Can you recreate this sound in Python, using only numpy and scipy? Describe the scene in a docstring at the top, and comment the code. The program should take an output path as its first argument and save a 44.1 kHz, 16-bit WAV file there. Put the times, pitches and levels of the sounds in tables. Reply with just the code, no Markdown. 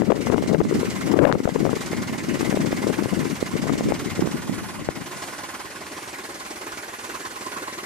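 """Gusts first buffet the two microphone ports of a hand-held phone separately, the left one hardest, and
overload the input; each port sums shaped noise and short pressure swings. Throughout, a diesel tractor chugs
slowly past at about nineteen firings a second, dragging a rotary tiller: noise pulsed by the firing cycle
excites block, sheet metal and exhaust, and fan and soil hiss. As the gusts die away the tractor is heard
more from behind, and a tinny panel there, ringing on every second firing, comes forward."""
import sys
import numpy as np
from scipy import signal
from scipy.fft import rfft, irfft, next_fast_len
from scipy.io import wavfile
from scipy.ndimage import uniform_filter1d, map_coordinates

SR = 44100
rng = np.random.default_rng(int(sys.argv[2]) if len(sys.argv) > 2 else 0)


def field_ratio(decibels):
    """Amplitude ratio for a level in dB (20 dB per decade); scalars and array-likes work."""
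    return 10 ** (np.asarray(decibels, dtype=float) / 20)


def wrap_up_sound(samples):
    """Save the sound to the file named by the first command line argument, as 16-bit audio."""
    columns = np.atleast_2d(samples).T
    # keep every value between -1 and 1, then stretch to whole-number steps
    tamed = np.clip(columns, -1, 1)
    steps = np.round(tamed * 32767).astype(np.int16)
    wavfile.write(sys.argv[1], SR, steps)


N = 346185  # length in samples

# Spectrum levels are relative: each coloured noise is later scaled to rms 1.
# level difference of the ports: f/Hz, left over right level/dB
PORT_BALANCE = [(300, -0.5), (500, 2), (750, 0.5), (1050, -6.5), (1300, -10), (1650, -4), (2000, 7),
                (2600, -4.5), (6000, 1.5), (9200, -4), (14000, -16.5)]
# likeness of the two ports: f/Hz, likeness [0-1]
PORT_LIKENESS = [(60, .8), (300, .95), (620, .8), (1100, .55), (2000, .62), (3000, .62), (6400, .3),
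                 (12000, .05)]
# phase shift by the port cavities: f/Hz, left leads by [rad]
PORT_LEAD = [(400, 0.18), (900, -1.57), (1400, -1.58), (2000, -0.8), (4000, -0.49)]

# breeze: t/s, left port level/dB, right port level/dB
BREEZE_LEVEL = [(0, -14.5, -46), (.4, -22, -28), (1.8, -25.5, -34), (2.2, -27, -27.5), (3.2, -22, -38),
                (3.45, -33, -37.5), (4.6, -30.5, -31.5), (5.2, -45.5, -47), (7.85, -78, -85)]
# gusts, added to the breeze as power: t/s at the height, port [0 left, 1 right], level/dB, half length [s]
GUST_EVENTS = [(0.124, 0, -10.5, 0.045), (0.343, 0, -9.5, 0.072), (0.535, 0, -11, 0.068),
               (0.798, 0, -19, 0.06), (0.985, 0, -21, 0.015), (1.13, 0, -33, 0.026), (1.238, 0, -2, 0.11),
               (1.567, 0, -15, 0.093), (1.68, 0, -14.5, 0.087), (1.953, 0, -26.5, 0.054),
               (2.325, 0, -18.5, 0.062), (2.55, 0, -15, 0.12), (2.876, 0, -17.5, 0.085),
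               (3.043, 0, -32, 0.046), (3.2, 0, -20.5, 0.12), (3.564, 0, -15.5, 0.025),
               (3.702, 0, -15.5, 0.1), (3.906, 0, -12, 0.04), (4.07, 0, -19, 0.017), (4.196, 0, -23, 0.047),
               (4.342, 0, -23.5, 0.054), (4.55, 0, -29.5, 0.044), (4.812, 0, -26.5, 0.048),
               (4.996, 0, -30, 0.054), (.14, 1, -31, .04), (.45, 1, -17, 0.043), (0.637, 1, -14.5, 0.037),
               (0.75, 1, -17, 0.044), (.91, 1, -25, 0.036), (1.1, 1, -35, 0.036), (1.333, 1, -18, 0.083),
               (1.62, 1, -29, 0.031), (2.175, 1, -33, 0.077), (2.68, 1, -24, 0.15), (3.21, 1, -27, .05),
               (3.56, 1, -29, 0.073), (3.856, 1, -23, 0.12), (3.993, 1, -30, 0.059), (4.233, 1, -17, 0.05),
               (4.512, 1, -26, 0.025)]
# strongest eddies: t/s, port [0 left, 1 right], peak level/dB before tearing, f/Hz, length [cycles]
STRONG_EDDIES = [(0.02, 0, 0, 434, 0.37), (0.106, 0, 2, 490, 2), (0.12, 0, 7.5, 730, 0.45),
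                 (0.127, 0, 3, 450, .5), (0.168, 0, -9, 400, 0.76), (0.179, 0, -9, 350, .4),
                 (0.205, 0, -9, 377, 0.63), (0.271, 0, -4, 410, 0.26), (0.301, 0, 4, 279, 0.3),
                 (0.324, 0, -4.5, 520, 0.18), (0.344, 0, 7, 350, 0.4), (0.362, 0, -5, 485, 0.31),
                 (0.381, 0, 3, 505, 0.17), (0.425, 0, -6, 450, 0.41), (0.44, 1, -8, 351, 0.54),
                 (0.462, 1, -12, 350, 0.81), (0.5, 0, -13, 476, 0.68), (0.514, 0, -7.5, 352, 0.75),
                 (0.547, 0, 5.5, 480, 0.76), (0.606, 0, -1, 380, 1.4), (0.615, 0, 5, 350, 0.28),
                 (0.652, 1, -11, 395, 0.71), (0.713, 0, -4.5, 377, 0.46), (0.727, 0, -7, 390, 1.5),
                 (0.749, 1, -8, 298, 0.45), (0.812, 0, -14, 380, .4), (0.832, 0, -8, 394, 0.76),
                 (1.118, 0, -7.5, 340, 1.1), (1.142, 0, 0, 374, 1.7), (1.167, 0, -12, 420, 0.45),
                 (1.191, 0, 14, 527, 0.94), (1.199, 0, 4.5, 332, 1.8), (1.2, 0, -16, 70, .5),
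                 (1.228, 0, 2, 450, 0.62), (1.238, 0, 0, 420, 0.99), (1.253, 0, 14.5, 563, 1.65),
                 (1.273, 0, -1, 440, 0.55), (1.316, 0, 5, 890, 0.25), (1.326, 0, 10.5, 1190, 0.38),
                 (1.353, 0, 0.5, 396, 0.72), (1.404, 0, -0.5, 326, 0.58), (1.455, 0, 5, 252, 0.24),
                 (1.477, 0, 0, 580, 0.89), (1.492, 0, -2, 480, 0.3), (1.561, 0, -4.5, 430, 1.4),
                 (1.653, 0, 4.5, 426, 0.35), (1.666, 0, -5, 520, .4), (1.694, 0, -8.5, 350, 0.61),
                 (1.732, 0, -6.5, 384, 0.51), (1.77, 0, -11, 300, 0.83), (1.933, 1, -7.5, 342, 0.36),
                 (2.357, 0, -12, 345, 0.67), (2.41, 0, -10, 346, 0.78), (2.431, 0, -8, 286, 0.43),
                 (2.527, 0, -7, 480, 0.41), (2.573, 0, -4.5, 480, 0.44), (2.606, 0, -9, 520, .3),
                 (2.649, 0, -9, 327, 0.35), (2.71, 0, -12.5, 328, 0.4), (2.729, 0, -4.5, 435, 0.41),
                 (2.84, 0, -14, 348, 0.44), (2.87, 0, -4, 300, 0.47), (2.902, 0, -5.5, 414, 0.58),
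                 (2.991, 0, -9.5, 294, 1.2), (3.025, 0, -8, 325, 0.38), (3.059, 0, -5.5, 280, 0.4),
                 (3.256, 0, -8, 313, 0.66), (3.428, 1, -4.5, 382, 0.52), (3.564, 0, -11.5, 378, 0.98),
                 (3.641, 0, -7.5, 400, 0.27), (3.669, 0, -11, 350, .3), (3.696, 0, -7.5, 360, 0.4),
                 (3.724, 1, -10, 320, 0.41), (3.736, 0, -10, 300, 0.44), (3.756, 0, -15, 380, .3),
                 (3.809, 0, -5, 424, 0.36), (3.906, 1, -10, 385, 0.48), (3.922, 0, 5, 490, 0.26),
                 (4.194, 0, -5, 330, 0.41), (4.224, 1, -1.5, 290, 0.99), (4.274, 1, -8.5, 347, 0.36),
                 (4.357, 1, -13.5, 298, .8), (4.496, 1, -10.5, 237, 0.58), (4.889, 0, -0.5, 457, 0.38)]
# spectrum of the buffeting: f/Hz, level/dB per Hz
BUFFET_SPECTRUM = [(15, -78), (40, -54), (100, -4), (200, 4.5), (300, 2.5), (450, -15), (700, -24.5),
                   (1500, -36), (4000, -84)]
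# spectrum of big slow eddies: f/Hz, level/dB per Hz
THUD_SPECTRUM = [(15, -28), (40, -29), (90, 18), (160, 8), (300, -54)]
# spectrum of fine turbulence: f/Hz, level/dB per Hz
RASP_SPECTRUM = [(250, 6), (550, 16.5), (1000, 6), (2000, -6), (4000, -30.5)]

# running of the engine: t/s, firings so far
FIRING_COUNT = [(0.0, -0.13), (4.0, 74.93), (5.8, 108.62), (7.0, 131.02), (7.85, 147.11)]
# the tractor creeps past: t/s, engine level/dB, seen from behind [0-1], left port hears later by [ms]
PASSAGE = [(0, -42.5, 0.3, 0.03), (.25, -36, 0.22, 0.027), (.65, -40, 0.2, -0.0011), (.8, -36, 0.45, 0.023),
           (1.07, -36, 0.33, 0.03), (1.65, -38, 0.4, 0.0068), (1.95, -36, 0.5, -0.048),
           (2.2, -38.5, 0.3, 0.00047), (2.4, -36, 0.4, 0.009), (3.3, -36.5, 0.67, -0.0056),
           (3.72, -37.5, 0.2, 0.025), (3.95, -36, 0.3, -0.059), (4.7, -38, 1, -0.091),
           (4.87, -40.5, 0.5, -0.078), (5.23, -36.5, 1, -0.046), (5.5, -38.5, 0.9, -0.079),
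           (6.4, -38.5, 0.85, 0.034), (7.2, -38, 1, 0.016), (7.85, -37.5, 0.77, 0.053)]
# how much the tinny rear panel faces the phone: t/s, level/dB over the engine level
PANEL_FACING = [(0, -16), (4.3, -16), (4.6, -11), (5.3, -7), (6.2, -8), (6.8, -12), (7.15, -2), (7.85, -2)]
# resonances of block and sheet metal: f/Hz, width [Hz], level/dB over the rest from the side, and from behind
METAL_MODES = [(1033, 37, 4.5, 5), (1463, 16, -3, 9), (1660, 26, -15, 5), (2140, 170, 6.5, -1.5),
               (2866, 41, 7.5, 3), (4300, 47, -21, 7.5)]
# spectrum of the valve gear: f/Hz, level/dB per Hz
CLATTER_SPECTRUM = [(1200, -1), (2200, -8), (3200, 1), (5000, 2.5), (7000, 1.5), (9000, -3), (11000, -24),
                    (14400, -49)]
# spectrum of the shaken block: f/Hz, level/dB per Hz
KNOCK_SPECTRUM = [(400, -7), (620, -2.5), (800, 3), (1300, -2), (2000, 1), (2600, -5), (4500, -22)]
# spectrum of the exhaust: f/Hz, level/dB per Hz
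EXHAUST_SPECTRUM = [(20, -70), (40, -45), (75, -16), (130, -15), (250, -4.5), (300, -2), (355, 1),
                    (420, -3.5), (500, -9.5), (620, -6), (1000, -54)]
# spectrum of fan and thrown soil: f/Hz, level/dB per Hz
HISS_SPECTRUM = [(2000, 7), (4000, 6), (8000, 7), (10500, 5.5), (12500, -7.5), (14400, -18)]
# spectrum of the tinny rear panel: f/Hz, level/dB per Hz
TINNY_SPECTRUM = [(600, -40), (950, -14), (1020, 2), (1100, 2), (1180, -14), (1700, -26), (3800, -44),
                  (4280, -28), (4800, -44)]


def unit(x):
    """Normalisation to an rms of 1."""
    return x / np.sqrt(np.mean(x ** 2) + 1e-20)


def along(points, hz):
    """Linear interpolation of (f/Hz, value) points on a logarithmic frequency axis."""
    f, value = np.transpose(points)
    return np.interp(np.log(hz + 1), np.log(f + 1), value)


def curves(rows):
    """Linear interpolation in time: one curve for each column after t/s."""
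    s, *columns = np.transpose(rows)
    return np.array([np.interp(np.arange(N) / SR, s, column) for column in columns])


def wobble(rate):
    """Slow random fluctuation: a spline through independent normal knots, rate knots a second."""
    knots = rng.standard_normal(int(N * rate / SR) + 4)
    return map_coordinates(knots, [np.arange(N) * rate / SR])


def filtered(x, response):
    """Linear filtering: the spectrum of x times a response of f/Hz."""
    m = next_fast_len(N + 8192)
    return irfft(rfft(x, m) * response(np.fft.rfftfreq(m, 1 / SR)), m)[..., :N]


def patchy(patchy_db):
    """Modulated noise: two independent noises share random gain patches in time and frequency."""
    z = signal.stft(rng.standard_normal((2, N)), nperseg=512)[2]
    field = rng.standard_normal(z.shape[1:])
    field = uniform_filter1d(field, size=5, axis=0)  # across frequency
    field = uniform_filter1d(field, size=6, axis=1)  # along time, about 35 ms
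    return signal.istft(z * field_ratio(patchy_db * unit(field)), nperseg=512)[1][:, :N]


def at_ports(pair, spectrum):
    """Partial coherence: two coloured signals mix as mid and side into both ports, rms 1."""
    def colour(hz):
        turn = np.arccos(np.clip(along(PORT_LIKENESS, hz), 0, 1)) / 2
        return field_ratio(along(spectrum, hz)) * [np.cos(turn), np.sin(turn)]

    def port_response(hz):
        left_over_right = field_ratio(along(PORT_BALANCE, hz)) * np.exp(1j * along(PORT_LEAD, hz))
        return left_over_right ** [[.5], [-.5]]

    mid, side = filtered(pair, colour)
    return unit(filtered(np.array([mid + side, mid - side]), port_response))


def airflow(port):
    """Superposition of powers: the breeze plus bell-shaped gusts at one port, as a level in dB."""
    t = np.arange(N) / SR
    power = field_ratio(2 * curves(BREEZE_LEVEL)[port])
    for s, at, db, half in GUST_EVENTS:
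        if round(at) == port:
            near = slice(max(int((s - 4 * half) * SR), 0), int((s + 4 * half) * SR))
            power[near] += field_ratio(2 * db) * np.exp(-2 * ((t[near] - s) / half) ** 2)
    return 10 * np.log10(power)


def eddies(s, db, hz, cycles):
    """Vortex pressure: short swings under a Gaussian envelope, mostly pushing inward, centred at s."""
    t = np.arange(-400, 400) / SR
    turns = hz[:, None] * t
    shift, glide = rng.random((2, len(s), 1)) - .5
    phase = turns + 0.43 * shift + 0.15 * glide * turns ** 2  # in cycles
    envelope = np.exp(-(turns / np.reshape(cycles, (-1, 1))) ** 2)
    swing = np.cos(2 * np.pi * phase) * envelope
    at = np.clip(np.round(s[:, None] * SR) + np.round(t * SR), 0, N).astype(int)
    return np.bincount(at.ravel(), (field_ratio(db)[:, None] * swing).ravel(), N + 1)[:N]


def rush(spectrum, lumps_db):
    """Turbulent noise: lumps of white noise coloured by a spectrum, rms 1."""
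    lumpy = field_ratio(lumps_db) * rng.standard_normal(N)
    return unit(filtered(lumpy, lambda hz: field_ratio(along(spectrum, hz))))


def wind_at(port):
    """Turbulent pressure at one port: stronger flow raises the pitch of its eddies and adds a rasp."""
    level_db = airflow(port)
    flutter = wobble(70)
    buffet = rush(BUFFET_SPECTRUM, 3.3 * wobble(25) + 3.7 * flutter)

    # deep thudding over the flow hardly follows the strongest gusts
    thud_db = (-11, -26)[port] - 0.6 * np.maximum(level_db + 33.5, 0)
    thud = field_ratio(thud_db) * rush(THUD_SPECTRUM, 3 * wobble(17))
    rasp = field_ratio(1.05 * (level_db + 17.5)) * rush(RASP_SPECTRUM, 5 * wobble(45) + 5 * flutter)

    # a swarm of a thousand random eddies, few of them large
    when, size, pitch = rng.random((1000, 3)).T
    s = when * N / SR
    flow_db = level_db[(s * SR).astype(int)]
    hz = 270 * field_ratio(0.16 * (flow_db + 19) + 7 * (pitch - .5))
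    swarm = unit(eddies(s, -3.5 * np.log(size + .05), hz, cycles=.48))

    flow = .6 * buffet + thud + .12 * rasp + .7 * swarm
    table = np.array(STRONG_EDDIES)
    s, _, db, hz, cycles = table[np.round(table[:, 1]) == port].T
    torn = 1 + 0.32 * rush(RASP_SPECTRUM, 3 * flutter)  # by finer turbulence
    return field_ratio(level_db) * flow + eddies(s, db, hz, cycles) * torn


def wind():
    """Local flow noise: the turbulence at each port is independent of the other."""
    return np.array([wind_at(port) for port in (0, 1)])


def beat(lead, rise, fall, scatter_db, between_db, every=1):
    """Periodic excitation: quick rise, slower fall [in cycles], random strength, over a steady floor."""
    count = (curves(FIRING_COUNT)[0] + lead + 1) / every
    part = count % 1
    size = field_ratio(scatter_db * rng.standard_normal(int(count.max()) + 1))[count.astype(int)]
    burst = (1 - np.exp(-part / rise)) * np.exp(-(part / fall) ** 2)
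    return size * burst + field_ratio(between_db)


def fan_and_soil():
    """Broadband flow noise: fan and tiller hiss, nearly steady over the firing cycle."""
    pulse = beat(lead=0.95, rise=0.021, fall=0.3, scatter_db=15.0, between_db=32.0)
    return at_ports(pulse * patchy(patchy_db=2.5), HISS_SPECTRUM)


def exhaust_puffs():
    """Pulsed outflow: one steady puff per firing, as a train of impulses, with the running count."""
    count = curves(FIRING_COUNT)[0] + 0.2163
    return unit(np.diff(np.floor(count), prepend=np.floor(count[0]))), count


def exhaust_pipe(puffs):
    """Pulsed outflow with turbulence: puffs and pulsing gas noise share one spectrum."""
    pulse = beat(lead=.27, rise=.04, fall=.35, scatter_db=2, between_db=-3)
    gas = unit(pulse * patchy(patchy_db=2.1))
    return at_ports(gas + [[.45], [0]] * puffs, EXHAUST_SPECTRUM)


def tinny_panel(puffs, count):
    """Forced vibration: a rear panel rings on every second firing, as rattle and sharp strikes."""
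    pulse = beat(lead=1.36, rise=.04, fall=.22, scatter_db=1, between_db=-20, every=2)
    rattle = unit(pulse * patchy(patchy_db=1))
    second = puffs * (np.floor(count) % 2 == 0)
    strikes = unit(np.roll(second, round(.008 * SR)))  # the ring peaks a little after the firing
    return at_ports(rattle + [[.8], [.4]] * strikes, TINNY_SPECTRUM)


def valve_gear():
    """Impact noise: each firing shakes the valve gear into a bright clatter."""
    pulse = beat(lead=.27, rise=.045, fall=.42, scatter_db=1.7, between_db=-8)
    return at_ports(pulse * patchy(patchy_db=1.6), CLATTER_SPECTRUM)


def engine_block():
    """Combustion noise: each firing shakes the block into a lower knock."""
    pulse = beat(lead=0.23, rise=0.11, fall=0.5, scatter_db=1.3, between_db=-7.5)
    return at_ports(pulse * patchy(patchy_db=2), KNOCK_SPECTRUM)


def metal_ring(f):
    """Modal resonance: the response of block and sheet metal from the side and from behind."""
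    response = 1
    for centre, width, side, rear in METAL_MODES:
        resonance = 1j * f * width / (centre * centre - f * f + 1j * f * width)
        response = response + (field_ratio([[[side]], [[rear]]]) - 1) * resonance
    return response


def tractor():
    """Superposition of sources: each part's level follows the passage and the side it is heard from."""
    engine_db, behind, late_ms = curves(PASSAGE)
    knock_db = engine_db + .5 * wobble(7)  # dB, knots a second: the load wavers as the tines bite

    def part_db(side, rear):  # dB over the engine level
        return knock_db + side + (rear - side) * behind

    clatter_db, hiss_db, exhaust_db = part_db(-1.5, -7), part_db(-13, -4), part_db(-2.5, -4.5)
    tinny_db = knock_db + curves(PANEL_FACING)[0]

    struck = field_ratio(clatter_db) * valve_gear() + field_ratio(knock_db) * engine_block()
    from_side, from_rear = filtered(struck, metal_ring)
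    metal = from_side + np.clip(behind, 0, 1) * (from_rear - from_side)

    puffs, count = exhaust_puffs()
    tinny = field_ratio(tinny_db) * tinny_panel(puffs, count)
    hiss = field_ratio(hiss_db) * fan_and_soil()
    exhaust = field_ratio(exhaust_db) * exhaust_pipe(puffs)
    left, right = metal + tinny + hiss + exhaust
    left = map_coordinates(left, [np.arange(N) - late_ms * SR / 1000], mode="nearest")
    return np.array([left, right])


def scene():
    """Superposition of sound pressures: wind and tractor."""
    return wind() + tractor()


def low_pass(x):
    """Removes everything above the highest recorded frequency."""
    return signal.sosfilt(signal.butter(12, 14570, fs=SR, output="sos"), x)


def record(dry):
    """Gain control and saturation: loud gusts cut a shared gain that recovers steadily; each channel clips."""
    limit_db, squeeze, recover_db_per_s = -15, 0.52, 37  # threshold, share of excess cut, recovery
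    dry = filtered(dry, lambda hz: (1j * hz / (45 + 1j * hz)) ** 2)  # the microphone hears no deep bass
    loudest = uniform_filter1d(np.max(dry ** 2, axis=0), size=600)
    loud_db = 10 * np.log10(np.abs(loudest) + 1e-12)
    cut_db = squeeze * np.maximum(loud_db - limit_db, 0)
    ramp = recover_db_per_s * np.arange(N) / SR
    cut_db = np.maximum.accumulate(cut_db + ramp) - ramp
    x = dry * field_ratio(-uniform_filter1d(cut_db, size=600))
    top, hard = .54, 9  # clipping amplitude, sharpness of the knee
    x = x / (1 + np.abs(x / top) ** hard) ** (1 / hard)
    x = filtered(x, lambda hz: hz < 14600)
    return low_pass(x)


dry = scene()
out = record(dry)
wrap_up_sound(out)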